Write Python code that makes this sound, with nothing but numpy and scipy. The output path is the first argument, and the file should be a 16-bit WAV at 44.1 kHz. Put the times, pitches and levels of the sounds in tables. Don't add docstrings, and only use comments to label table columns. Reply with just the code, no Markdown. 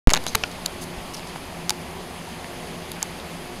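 import sys
import numpy as np
from scipy import signal
from scipy.fft import rfft, irfft
from scipy.io import wavfile

SR = 44100
rng = np.random.default_rng(int(sys.argv[2]) if len(sys.argv) > 2 else 0)


def to_wav(sig):
    pcm = np.clip(np.atleast_2d(sig), -1, 1) * 32767
    pcm = np.round(pcm).astype(np.int16)
    wavfile.write(sys.argv[1], SR, pcm.T)


def magnitude_from_level(level_db):
    exponent = np.asarray(level_db, float) / 20
    return 10 ** exponent


N = 158760

START_S = .07317


def rms_one(x):
    return x / np.sqrt(np.mean(x ** 2) + 1e-20)


def drift(rate_hz):
    r = np.exp(-80 * np.pi * rate_hz / SR)
    noise = rng.standard_normal(N // 40 + 2002)
    slow = signal.lfilter([1], [1, -2 * r, r * r], noise)[2000:]
    return np.interp(np.arange(N) / 40, np.arange(len(slow)), rms_one(slow))


def ring(x, hz, t60):
    r = magnitude_from_level(-60 / (t60 * SR))
    w = 2 * np.pi * hz / SR
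    return signal.lfilter([0, np.sin(w)], [1, -2 * r * np.cos(w), r * r], x + 1e-18)


def switch_on_pop():
    # (time [s], height [full scale], rise [s], decay [s])
    surges = [
        (.07317, 1.31, .00002, .0073),
        (.0773, .55, .00015, .002),
        (.0809, 1.05, .0004, .003),
        (.0846, .3, .0005, .001),
    ]
    let_go_s, let_go_decay_s = .0822, 0.0051
    t = np.arange(N) / SR
    surge = 0
    for s, height, rise, decay in surges:
        since = np.clip(t - s, 0, 1)
        surge = surge + height * (1 - np.exp(-since / rise)) * np.exp(-since / decay)
    return surge * np.exp(-np.clip(t - let_go_s, 0, 1) / let_go_decay_s)


def airflow(spectrum, shared_db, own_db, rate_hz):
    hz = np.maximum(np.fft.rfftfreq(N, 1 / SR), 1)
    at, db = np.transpose(spectrum)
    colour_db = np.interp(np.log(hz), np.log(at), db, left=-90, right=-90)
    coloured = rfft(rng.standard_normal(N)) * magnitude_from_level(colour_db)
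    place = 3 * np.log2(hz)
    together = drift(2.5)
    out = 0
    for k in range(int(3 * np.log2(at[0])), int(3 * np.log2(at[-1])) + 2):
        overlap = np.clip(1 - abs(place - k), 0, 1)
        band = irfft(coloured * overlap, N)
        out = out + band * magnitude_from_level(shared_db * together + own_db * drift(rate_hz))
    return rms_one(out)


def fan_rumble():
    # (frequency [Hz], density [dB per Hz])
    rumble_curve = [(12, 1), (25, -6), (55, -8.5), (150, -6.5), (310, -8), (700, -8.5), (1150, -11),
                    (1350, -19), (1800, -67)]
    return magnitude_from_level(-39) * airflow(rumble_curve, shared_db=-0.43, own_db=1.0, rate_hz=8.5)


def blade_and_motor_hum():
    # (frequency [Hz], width [Hz], level [dB])
    hum_bands = [(76.5, 6.5, -51), (171.5, 14.7, -44), (358, 14, -54.5), (244.3, 46, -47.5),
                 (391.8, 6.3, -55), (618.6, 20, -57), (850, 190, -50.5)]
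    # (frequency [Hz], level [dB rms])
    motor_tones = [
        (357.5, -53.5),
        (715.5, -58),
        (14443, -83),
    ]
    out = 0
    for hz, width, db in hum_bands:
        once = ring(rng.standard_normal(N), hz, 1.52 / width)
        out = out + magnitude_from_level(db) * rms_one(ring(once, hz, 1.42 / width))
    for hz, db in motor_tones:
        level = magnitude_from_level(db + 6.5 + 3.0 * drift(2.7))
        phase = 2 * np.pi * np.cumsum(hz + 1.17 * drift(4.9)) / SR
        out = out + level * np.sin(phase)
    return out


def air_hiss():
    # (frequency [Hz], density [dB per Hz])
    hiss_curve = [(900, -37), (1300, -5.5), (2000, -3), (3300, -5.5), (3800, -10), (7500, -10),
                  (12000, -16.5), (15500, -32), (16000, -40)]
    # (time [s], hiss level [dB])
    mic_aim = [(0, 2), (.4, 1), (.65, 1.6), (1, 1.1), (1.4, 0.5), (1.9, 0.5), (2.25, 0.8), (2.6, 1),
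               (3.1, 1), (3.6, 0.5)]
    aim_db = np.interp(np.arange(N) / SR, *np.transpose(mic_aim))
    return magnitude_from_level(-42 + aim_db) * airflow(hiss_curve, shared_db=0.2, own_db=0.94, rate_hz=14.6)


def friction(strokes, spread):
    grains_per_s, top_hz, patchy_db, patches_per_s, edge_s = 5200, 14000, 3.0, 70, .002
    t = np.arange(N) / SR
    grains = rms_one((rng.random(N) < grains_per_s / SR) * rng.standard_normal(N))
    grains = signal.lfilter(*signal.butter(4, top_hz, fs=SR), grains)
    grains = grains * magnitude_from_level(patchy_db * drift(patches_per_s))
    out = 0
    for s, length, db, hz, fade_db in strokes:
        edges = np.clip(np.minimum(t - s, (s + length - t) / 2) / edge_s, 0, 1)
        shape = edges * magnitude_from_level(fade_db * np.clip((t - s) / length, 0, 1))
        band = signal.butter(1, [hz / spread, min(hz * spread, .45 * SR)], "band", fs=SR)
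        out = out + magnitude_from_level(db) * shape * rms_one(signal.lfilter(*band, grains))
    return out


def finger_rubs():
    # (start [s], length [s], level [dB], centre [Hz], fade over the length [dB])
    rub_strokes = [(.1372, .012, -25, 2500, -8), (.2665, .045, -34, 5500, -8), (.092, .025, -38, 3500, 0),
                   (.15, .03, -38, 2500, 0), (.167, .012, -33, 1800, 0), (.1035, .009, -33, 2500, 0),
                   (.355, .008, -33, 3000, -8), (1.6955, .007, -35, 3500, -6),
                   (1.7035, .009, -36, 5000, -4), (3.029, .007, -38, 4000, -5), (.439, .007, -36, 2200, -5),
                   (.31, .22, -43, 4800, -5), (.81, .037, -37, 7000, 1), (1.135, .022, -38, 6500, 0),
                   (1.165, .035, -44, 5500, 0), (1.27, .03, -44, 6000, 0)]
    return friction(rub_strokes, spread=1.26)


def case_ticks():
    # (time [s], level near 4 kHz [dB], then relative to it: near 6
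    # kHz [dB], below 3.4 kHz [dB], above 8 kHz [dB])
    tick_events = [(.0932, -11.5, -8, -3, -22), (0.1025, -11, -7, -5.5, -13), (0.1033, -22, 6, -2, -10),
                   (.107, -29, -2, -8, 3), (0.1087, -17, -3, 4, -14), (.1133, -22, 5, 2, -12),
                   (0.1351, -5.5, 7.5, -19, -20), (.139, -4, -11, -5.5, -15), (0.1378, -12, -6, -9, -17),
                   (.142, -22, 0, 6, -16), (.148, -15, 0, -1.5, -21), (.158, -20, 3, 6.5, -19),
                   (.1658, -11.5, -5, -9, -25), (.1736, -17.5, -4.5, 1, -11), (0.2392, -23, -3, -21, -8),
                   (0.2658, -13.5, -4, -5.5, -13), (.3491, -9.5, -3, -2.5, -14),
                   (.3525, -7.5, 2.5, -0.5, -8.5), (0.3536, -10.5, 2, -19, -8), (0.437, -26, -3, 8.5, -22),
                   (.515, -27.5, 0, -21, -20), (0.6603, -8.5, 0.5, -20.5, -9.5), (0.984, -35, -6, -10, -20),
                   (1.1495, -27, -7, -4, -23), (1.1945, -27, -12, -2, -20), (1.359, -36, -4, 8.5, -14),
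                   (1.6946, -5.5, -1, -12, -13), (1.7049, -9, -0.5, -8, -9.5), (2.444, -36, 0, 8, -12),
                   (2.9171, -19.5, -6, -20, -6), (3.0219, -24, -13, -3, -24), (3.0277, -22.5, 16.5, 0.5, 4)]
    # (frequency [Hz], level [dB], t60 [s])
    case_modes = [(1130, -1, 0.0056), (1500, 2, 0.004), (2230, -1.5, 0.0064), (2880, 0, 0.0047),
                  (3750, 1.5, 0.0053), (4520, 4.5, 0.0035), (5460, -7.5, 0.0058), (6610, 1.5, 0.0034),
                  (7560, -5.5, 0.0036), (8860, -1.5, 0.0044), (9760, 6, 0.0032), (10850, 4.5, 0.0045),
                  (12670, 1.5, 0.003), (15400, -6, .0015)]
    range_trim_db = [-0.5, -6.5, -2.5, -3]
    contact_s, stagger_s, rebound_s, rebound = .0002, .00025, .00035, .3
    start, db_4k, rel_6k, rel_low, rel_high = np.array(tick_events).T
    luck = rng.standard_normal((len(start), len(case_modes), 3))
    out = np.zeros(N)
    for k, (hz, db, t60) in enumerate(case_modes):
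        part = np.searchsorted([3400, 5000, 8200], hz)
        share_db = [rel_low, 0, rel_6k, rel_high][part] + range_trim_db[part]
        strength, sign, delay = luck[:, k].T
        size = magnitude_from_level(db_4k + share_db + db + strength) * np.sign(sign)
        snap_s = start + contact_s + stagger_s * abs(delay)
        back_s = start + contact_s + stagger_s + rebound_s * (1 + abs(sign) / 2)
        push = np.zeros(N)
        np.add.at(push, (snap_s * SR).astype(int), size)
        np.add.at(push, (back_s * SR).astype(int), rebound * size * np.sign(delay))
        band = signal.butter(1, [hz / 1.25, hz * 1.25], "band", fs=SR)
        out += ring(signal.lfilter(*band, push + 1e-18), hz, t60)
    return out


def soft_pushes(events):
    out = 0
    for s, db, hz, t60 in events:
        r = np.exp(-2 * np.pi * hz / SR)
        click = -magnitude_from_level(db) * (np.arange(N) == int(s * SR))
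        push = signal.lfilter([1.37 * (1 - r)], [1, -r], click + 1e-18)
        out = out + ring(push, hz, t60)
    return out


def tick_accents():
    # (time [s], level [dB], frequency [Hz], t60 [s])
    accents = [(.1354, -5.5, 1320, .005), (.1356, -23, 12600, .004), (.1135, -20, 640, .008),
               (.1095, -16, 3600, 0.0053), (.1422, -16, 760, 0.008), (.1422, -16, 1600, .01),
               (.1482, -26, 12500, .004), (.1582, -22, 3800, .006), (.166, -16, 720, 0.011),
               (.1738, -12, 3800, 0.0039), (.3527, -18, 700, .008), (.3539, -12, 12000, .005),
               (.4374, -17, 4600, 0.0059), (.4376, -14, 2300, 0.015), (.438, -20, 2900, .01),
               (.6605, -16, 3900, 0.0094), (1.7052, -16, 4500, .005), (1.6946, -15, 2600, 0.0053),
               (3.028, -23, 3500, 0.0098), (.3495, -12, 2100, 0.0058), (.4374, -14.5, 5500, 0.0057),
               (.6605, -13, 7100, 0.0066), (1.6944, -12.5, 5800, 0.0033), (3.2, -23, 3700, 0.0043),
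               (.658, -25, 4300, .008), (.331, -31, 4400, .005), (.336, -30, 2100, .012),
               (2.444, -28, 1940, 0.0092), (2.444, -34, 5700, .005), (.6612, -19, 4600, 0.0066),
               (3.0277, -14, 7500, .004)]
    return soft_pushes(accents)


def palm_thuds():
    # (time [s], level [dB], frequency [Hz], t60 [s])
    palm_hits = [(.121, -12, 625, 0.013), (.1345, -24, 560, 0.005), (0.1363, -13.5, 870, 0.015),
                 (0.1402, -18, 1170, 0.021), (.349, -24.5, 109, 0.045), (0.35, -24.5, 189, 0.057),
                 (0.354, -24.5, 439, 0.087), (.35, -19, 870, 0.034), (.3535, -25, 620, 0.0073),
                 (.4355, -22.5, 750, 0.03), (0.437, -9.5, 2710, 0.013), (.439, -17, 1440, 0.023),
                 (0.974, -27.5, 45.6, .1), (1.3595, -21.5, 800, 0.013), (1.706, -21, 850, 0.047),
                 (3.028, -23.5, 884, 0.038), (.174, -15, 880, 0.0088), (.266, -15, 780, 0.0074)]
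    return soft_pushes(palm_hits)


def squeaks():
    # (start [s], length [s], level [dB], centre [Hz], fade over the length [dB])
    squeak_strokes = [(.2665, .03, -35, 4000, -6), (.277, .03, -37, 6300, -4), (.268, .03, -45, 10500, -3),
                      (.812, .02, -44, 9400, -3), (1.136, .018, -38, 5600, -2), (1.168, .012, -44, 5300, 0),
                      (.98, .008, -40, 3500, -4), (2.27, .04, -44, 950, -3)]
    return friction(squeak_strokes, spread=1.02)


def microphone_port(x):
    # (frequency [Hz], width [Hz], gain [dB])
    port_shape = [(4800, 1730, 3.5), (5660, 720, -6.5), (6330, 670, 1), (7700, 2000, -7),
                  (10070, 1000, 3.5)]
    hz = np.fft.rfftfreq(N, 1 / SR)
    gain_db = sum(db / (1 + (2 * (hz - at) / width) ** 2) for at, width, db in port_shape)
    return irfft(rfft(x) * magnitude_from_level(gain_db), N)


def scene():
    fan = fan_rumble() + blade_and_motor_hum()
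    through_port = microphone_port(air_hiss() + finger_rubs())
    handling = case_ticks() + tick_accents() + palm_thuds() + squeaks()
    return (fan + through_port + handling)[None]


def band_limit(x):
    return signal.sosfilt(signal.butter(12, 16730, fs=SR, output="sos"), x)


def record(dry):
    coupling_s, fade_in_s, cutoff_hz = 0.092, 0.013, 16850
    t = np.arange(N) / SR
    live = dry * np.clip((t - START_S) / fade_in_s, 0, 1) + switch_on_pop()
    live = signal.lfilter([1, -1], [1, -np.exp(-1 / (coupling_s * SR))], live)
    live = np.clip(live, -1, 1)
    top_cut = signal.cheby2(10, 50, cutoff_hz, fs=SR, output="sos")
    live = signal.sosfiltfilt(top_cut, live) * (t > START_S - .001)
    return band_limit(np.clip(live, -1, 1))


dry = scene()
out = record(dry)
to_wav(out)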